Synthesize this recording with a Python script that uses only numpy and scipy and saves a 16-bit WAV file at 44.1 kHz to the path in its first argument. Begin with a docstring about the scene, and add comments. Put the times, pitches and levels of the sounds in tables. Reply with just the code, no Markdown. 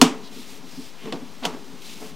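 """A cable reel knocks as an inspection camera's cable is pulled from a drain and fed onto it.
One sharp knock overloads the microphone; lighter clacks and soft bumps follow. Each knock cracks
at the contact, rattles the struts and booms the frame near 250 Hz. Between knocks the cable slides
in short swelling strokes of hiss and keeps the frame rumbling faintly. The room is small and hard."""
import sys
import numpy as np
from scipy import signal
from scipy.fft import rfft, irfft, next_fast_len
from scipy.io import wavfile
from scipy.ndimage import map_coordinates

SR = 44100
rng = np.random.default_rng(int(sys.argv[2]) if len(sys.argv) > 2 else 0)


def generate_wav(sig):
    """Save sig (samples, or channels by samples) to the path in sys.argv[1] as 16-bit PCM at SR."""
    pcm = np.round(np.clip(np.atleast_2d(sig).T, -1, 1) * 32767).astype(np.int16)
    wavfile.write(sys.argv[1], SR, pcm)


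N = 94859

# Cable knocks on the reel. Each row: start in seconds, boom gain in dB, boom tilt in dB per octave,
# clatter gain in dB, crack gain in dB, crack roll-off in Hz, room tail gain in dB.
KNOCKS = [(0.0145, 4, 1, -14, -5, 16400, -12.5), (1.057, -28, 29.5, -34.5, -40, 4940, -21),
          (1.124, -22, 15, -24.5, -26.5, 5200, -11), (1.4522, -23.5, -19, -24.5, -20, 14000, -15),
          (1.463, -30, 31.5, -37.5, -36, 9900, -6), (2.017, -27.5, 21, -35, -62, 6300, -15)]
# Soft bumps. Each row: start in seconds, boom gain in dB, boom tilt in dB per octave.
BUMPS = [(0.117, -25, 2), (0.298, -32.5, 6.5), (0.362, -30.5, 17), (.386, -29.5, 14), (0.521, -38.5, 19),
         (0.635, -31.5, 11.5), (0.725, -35, -11), (.771, -27, -11.5), (0.786, -24, 7), (1.068, -28.5, 18),
         (1.134, -24, -14), (1.221, -24.5, -7), (1.537, -26.5, 6), (2.041, -39, -27), (2.11, -37, -22)]
# Modes of frame, struts and contact. 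Each row: frequency in Hz, gain in dB, T60 in seconds.
FRAME_MODES = [(166.7, -10.5, 0.13), (249.1, -3, 0.12), (260.2, -1, 0.085), (273, -9.5, 0.15),
               (325, -16, 0.12), (347.3, -11.5, 0.09), (436.4, -23, 0.24)]
STRUT_MODES = [(440, 1, .08), (482, -1, .09), (655, 1, .11), (726, 3, .11), (775, -8, .15), (935, -2, .13),
               (1105, -3, .1), (1283, -7, .15), (1365, -8, .12)]
CONTACT_MODES = [(2930, 6, 0.025), (3110, 3, 0.025), (3430, 5, 0.032), (3610, -3, 0.035), (4160, -5, 0.03),
                 (4520, -6, 0.025)]
# Cable strokes. Each row: start and length in seconds, hiss and rasp gains in dB, top rasp pitch in Hz.
STROKES = [(0.222, 0.079, -55, -46.5, 4210), (0.298, 0.18, -46, -50.5, 3890),
           (0.432, 0.17, -46.5, -60, 3140), (0.64, .22, -49.5, -53.5, 4870), (0.78, 0.14, -48, -54, 4870),
           (0.972, 0.16, -55, -48, 2788), (1.084, 1, -57.5, -63, 3660), (1.428, 0.044, -58, -36, 3600),
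           (1.797, 0.19, -44, -48, 3815), (1.946, 0.18, -45, -60, 3000)]
# Cable scuffs on the struts. Each row: start in seconds, length in seconds, gain in dB.
SCUFFS = [(1.035, 0.052, -40.5), (1.419, 0.027, -28), (1.475, 0.023, -37.5), (1.516, 0.032, -37.5),
          (1.967, 0.1, -47)]
# Reel rumble envelope. Each row: time in seconds, relative level in dB.
RUMBLE_ENVELOPE = [(0.0, -40), (0.19, -52), (0.48, -55), (0.69, -56), (0.93, -66.5), (1.08, -46),
                   (1.33, -56), (1.6, -49.5), (1.9, -53.5), (2.15, -54.5)]
# Noise spectra. Each row: frequency in Hz, relative density in dB.
CLATTER_SPECTRUM = [(100, -10), (170, -8), (350, 5), (470, 0), (570, -5.5), (720, 0), (1150, 1), (1480, -3),
                    (1800, -24), (9000, -42)]
CRACK_SPECTRUM = [(200, -4.5), (1400, -7), (2400, -4), (3150, -1.5), (4000, -4), (6500, -5), (9000, -12),
                  (15500, -20.5)]
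HISS_SPECTRUM = [(300, -43), (1400, -11), (2500, 1), (5000, -1), (7000, -3.5), (10000, -8.5), (15500, -13)]
SCUFF_SPECTRUM = [(90, -37), (250, 16.5), (450, 6), (1100, 2.5), (1700, -4.5), (5000, -14), (15000, -37)]
RUMBLE_SPECTRUM = [(90, -10.5), (180, 0.5), (265, 2.5), (330, -13.5), (420, -1.5), (560, -31), (1000, -17),
                   (2000, -46.5)]
ROOM_NOISE_SPECTRUM = [(25, -18), (70, -3.5), (150, 1), (1000, -3), (1600, -7.5), (3500, -7.5), (6000, -11),
                       (9000, -19.5), (15500, -24)]
SELF_NOISE_SPECTRUM = [(25, 13), (280, -2.5), (6000, -19), (15500, -25)]
# Room decay. Each row: frequency in Hz, T60 in seconds.
ROOM_DECAY = [(150, 0.08), (500, 0.47), (1600, 0.39), (4000, 0.25), (8000, 0.24), (15000, 0.15)]
# Stereo width. Each row: frequency in Hz, side gain in dB.
STEREO_WIDTH = [(60, -7), (200, -40), (1000, -34), (3000, -27.5), (15000, -18)]
# Channel DC offsets. 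Each row: offset as a fraction of full scale.
DC_OFFSETS = [
    [.0188],
    [.0046],
]

BOOM_LAG_S, BOOM_RISE_S, TILT_PIVOT_HZ = 0.003685, 0.011, 260
CLATTER_RISE_S, CLATTER_T60_S, STRUT_DB, CLATTER_ROLLOFF_RATIO = 0.0011, 0.12, -5, 0.12
CRACK_RISE_S, CRACK_T60_S, RING_DB = 0.000077, 0.05, -6
SNAP_DB, SNAP_T60_S = -3.5, 0.004
SWELL_EXPONENT, RASP_SAG_RATIO, RASP_WIDTH_HZ = 0.81, 0.22, 1800
SCUFF_RAMP_S, GRAIN_DB = 0.026, 1.2
RUMBLE_GAIN_DB, RUMBLE_WOBBLE_DB = 7, 2.5
BOOM_ROOM_DB, CLATTER_ROOM_DB, ROOM_DELAY_S = -10, 4, 0.0033
ROOM_NOISE_DB, SELF_NOISE_DB = -48, -71
LOW_CUT_HZ, BAND_LIMIT_HZ = 127, 15800


def reel_knocks():
    """Knocks excite frame, struts and contact; soft bumps excite only the frame."""
    booms, impacts = np.zeros(N), np.zeros(N)
    for start_s, boom_db, tilt_db_oct, clatter_db, crack_db, rolloff_hz, room_db in KNOCKS:
        booms += amp(boom_db) * frame_boom(start_s + BOOM_LAG_S, tilt_db_oct)
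        clatter = strut_clatter(start_s)
        crack = contact_crack(start_s)
        clatter += amp(room_db + CLATTER_ROOM_DB) * room_tail(noise(CLATTER_SPECTRUM), start_s)
        crack += amp(room_db) * room_tail(noise(CRACK_SPECTRUM), start_s)
        impacts += amp(clatter_db) * lowpass(clatter, CLATTER_ROLLOFF_RATIO * rolloff_hz)
        impacts += amp(crack_db) * lowpass(crack, rolloff_hz)
    for start_s, boom_db, tilt_db_oct in BUMPS:
        booms += amp(boom_db) * frame_boom(start_s, tilt_db_oct)
    return impacts + booms + amp(BOOM_ROOM_DB) * room_reverb(booms)


def frame_boom(start_s, tilt_db_oct):
    """Low frame modes, pushed in phase; each blow's tilt makes its boom deeper or higher."""
    t = since(start_s)
    boom = np.zeros(N)
    for hz, db, t60_s in FRAME_MODES:
        mode_db = db + tilt_db_oct * np.log2(hz / TILT_PIVOT_HZ) + rng.standard_normal()
        boom += amp(mode_db) * struck(t, BOOM_RISE_S, t60_s) * np.sin(2 * np.pi * hz * t)
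    return boom


def strut_clatter(start_s):
    """Thin struts rattle and ring."""
    t = since(start_s)
    rattle = noise(CLATTER_SPECTRUM) * struck(t, CLATTER_RISE_S, CLATTER_T60_S)
    return rattle + amp(STRUT_DB) * ring(STRUT_MODES, t, CLATTER_RISE_S)


def contact_crack(start_s):
    """The contact point snaps, cracks and rings brightly."""
    t = since(start_s)
    snap = amp(SNAP_DB) * struck(t, CRACK_RISE_S, SNAP_T60_S)
    envelope = snap + struck(t, CRACK_RISE_S, CRACK_T60_S)
    return noise(CRACK_SPECTRUM) * envelope + amp(RING_DB) * ring(CONTACT_MODES, t, CRACK_RISE_S)


def cable_slide():
    """Stroke level and rasp pitch follow cable speed; duller scuffs rub the struts."""
    friction = np.zeros(N)
    for start_s, length_s, hiss_db, rasp_db, rasp_hz in STROKES:
        progress = np.clip(since(start_s) / length_s, 0, 1)
        speed = 1 - (2 * progress - 1) ** 2
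        hiss = amp(hiss_db) * noise(HISS_SPECTRUM)
        rasp = amp(rasp_db) * cable_rasp(rasp_hz * (1 - RASP_SAG_RATIO * (1 - speed)))
        friction += speed ** SWELL_EXPONENT * (hiss + rasp)
    for start_s, length_s, db in SCUFFS:
        friction += amp(db) * held(start_s, length_s, SCUFF_RAMP_S) * noise(SCUFF_SPECTRUM)
    return friction * amp(GRAIN_DB * wobble(rate_hz=320))


def cable_rasp(centre_hz):
    """Narrow noise band with a moving centre."""
    white = rng.standard_normal((2, N))
    in_phase, quadrature = filtered(white, lambda hz: 1 / (1 + (2 * hz / RASP_WIDTH_HZ) ** 2))
    phase = 2 * np.pi * np.cumsum(centre_hz) / SR
    return unit_rms(in_phase * np.cos(phase) + quadrature * np.sin(phase))


def reel_rumble():
    """The turning reel rumbles unevenly."""
    level_db = np.interp(since(0), *np.transpose(RUMBLE_ENVELOPE)) + RUMBLE_GAIN_DB
    return amp(level_db + RUMBLE_WOBBLE_DB * wobble(rate_hz=25.85)) * noise(RUMBLE_SPECTRUM)


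def room_reverb(x):
    """Wall reflections of x."""
    impulse = room_tail(rng.standard_normal(N), 0)
    return signal.fftconvolve(x, impulse / np.linalg.norm(impulse))[:N]


def room_tail(source_noise, start_s):
    """Noise shaped into a diffuse tail; the mids last longest."""
    hz, t, bins = signal.stft(source_noise, SR, nperseg=256)
    decay = np.exp(-np.log(1000) * np.maximum(t - start_s, 0) / log_interp(ROOM_DECAY, hz)[:, None])
    tail = signal.istft(bins * decay, SR, nperseg=256)[1]
    build_up = np.clip(since(start_s + ROOM_DELAY_S) / ROOM_DELAY_S, 0, 1)
    return tail[:N] * build_up


def ring(modes, t, rise_s):
    """Decaying modes, random phase per blow."""
    return sum(amp(db) * struck(t, rise_s, t60_s) * np.sin(2 * np.pi * (hz * t + rng.random()))
               for hz, db, t60_s in modes)


def struck(t, rise_s, t60_s):
    """Fast rise, exponential decay."""
    return (1 - np.exp(-t / rise_s)) * np.exp(-np.log(1000) * t / t60_s)


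def held(start_s, length_s, ramp_s):
    """Linear attack, hold, exponential release."""
    return np.clip(since(start_s) / ramp_s, 0, 1) * np.exp(-since(start_s + length_s) / ramp_s)


def lowpass(x, rolloff_hz):
    """Two-pole treble roll-off."""
    return filtered(x, lambda hz: 1 / (1 + 1j * np.sqrt(2) * hz / rolloff_hz - (hz / rolloff_hz) ** 2))


def noise(spectrum):
    """Coloured noise, rms 1."""
    return unit_rms(filtered(rng.standard_normal(N), lambda hz: amp(log_interp(spectrum, hz))))


def wobble(rate_hz):
    """Smooth random curve."""
    knots = rng.standard_normal(int(N * rate_hz / SR) + 4)
    return map_coordinates(knots, [np.arange(N) * rate_hz / SR])


def filtered(x, response):
    """Apply a frequency response."""
    size = next_fast_len(N + SR // 2)
    return irfft(rfft(x, size) * response(np.fft.rfftfreq(size, 1 / SR)), size)[..., :N]


def log_interp(points, hz):
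    """Interpolate over log frequency."""
    knots_hz, values = np.transpose(points)
    return np.interp(np.log(hz + 1), np.log(knots_hz + 1), values)


def since(start_s):
    """Seconds since start, zero before."""
    return np.maximum(np.arange(N) / SR - start_s, 0)


def amp(db):
    """dB to gain."""
    return 10 ** (np.asarray(db) / 20)


def unit_rms(x):
    """Scale to rms 1."""
    return x / np.sqrt(np.mean(x ** 2) + 1e-20)


def scene():
    """Reel and cable, bass cut by the microphone, over quiet room noise; nearly mono."""
    sources = reel_knocks() + cable_slide() + reel_rumble()
    mid = filtered(sources, lambda hz: hz ** 4 / (hz ** 4 + LOW_CUT_HZ ** 4))
    mid += amp(ROOM_NOISE_DB) * noise(ROOM_NOISE_SPECTRUM)
    scatter = rng.standard_normal(SR // 200)
    diffuse = signal.fftconvolve(mid, scatter / np.linalg.norm(scatter))[:N]
    side = filtered(diffuse, lambda hz: amp(log_interp(STEREO_WIDTH, hz)))
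    side += amp(SELF_NOISE_DB) * noise(SELF_NOISE_SPECTRUM)
    return np.array([mid + side, mid - side])


def record(dry):
    """DC offset, full-scale clipping, band limit."""
    clipped = np.clip(dry + np.array(DC_OFFSETS), -1, 1)
    return filtered(clipped, lambda hz: hz < BAND_LIMIT_HZ)


dry = scene()
out = record(dry)
generate_wav(out)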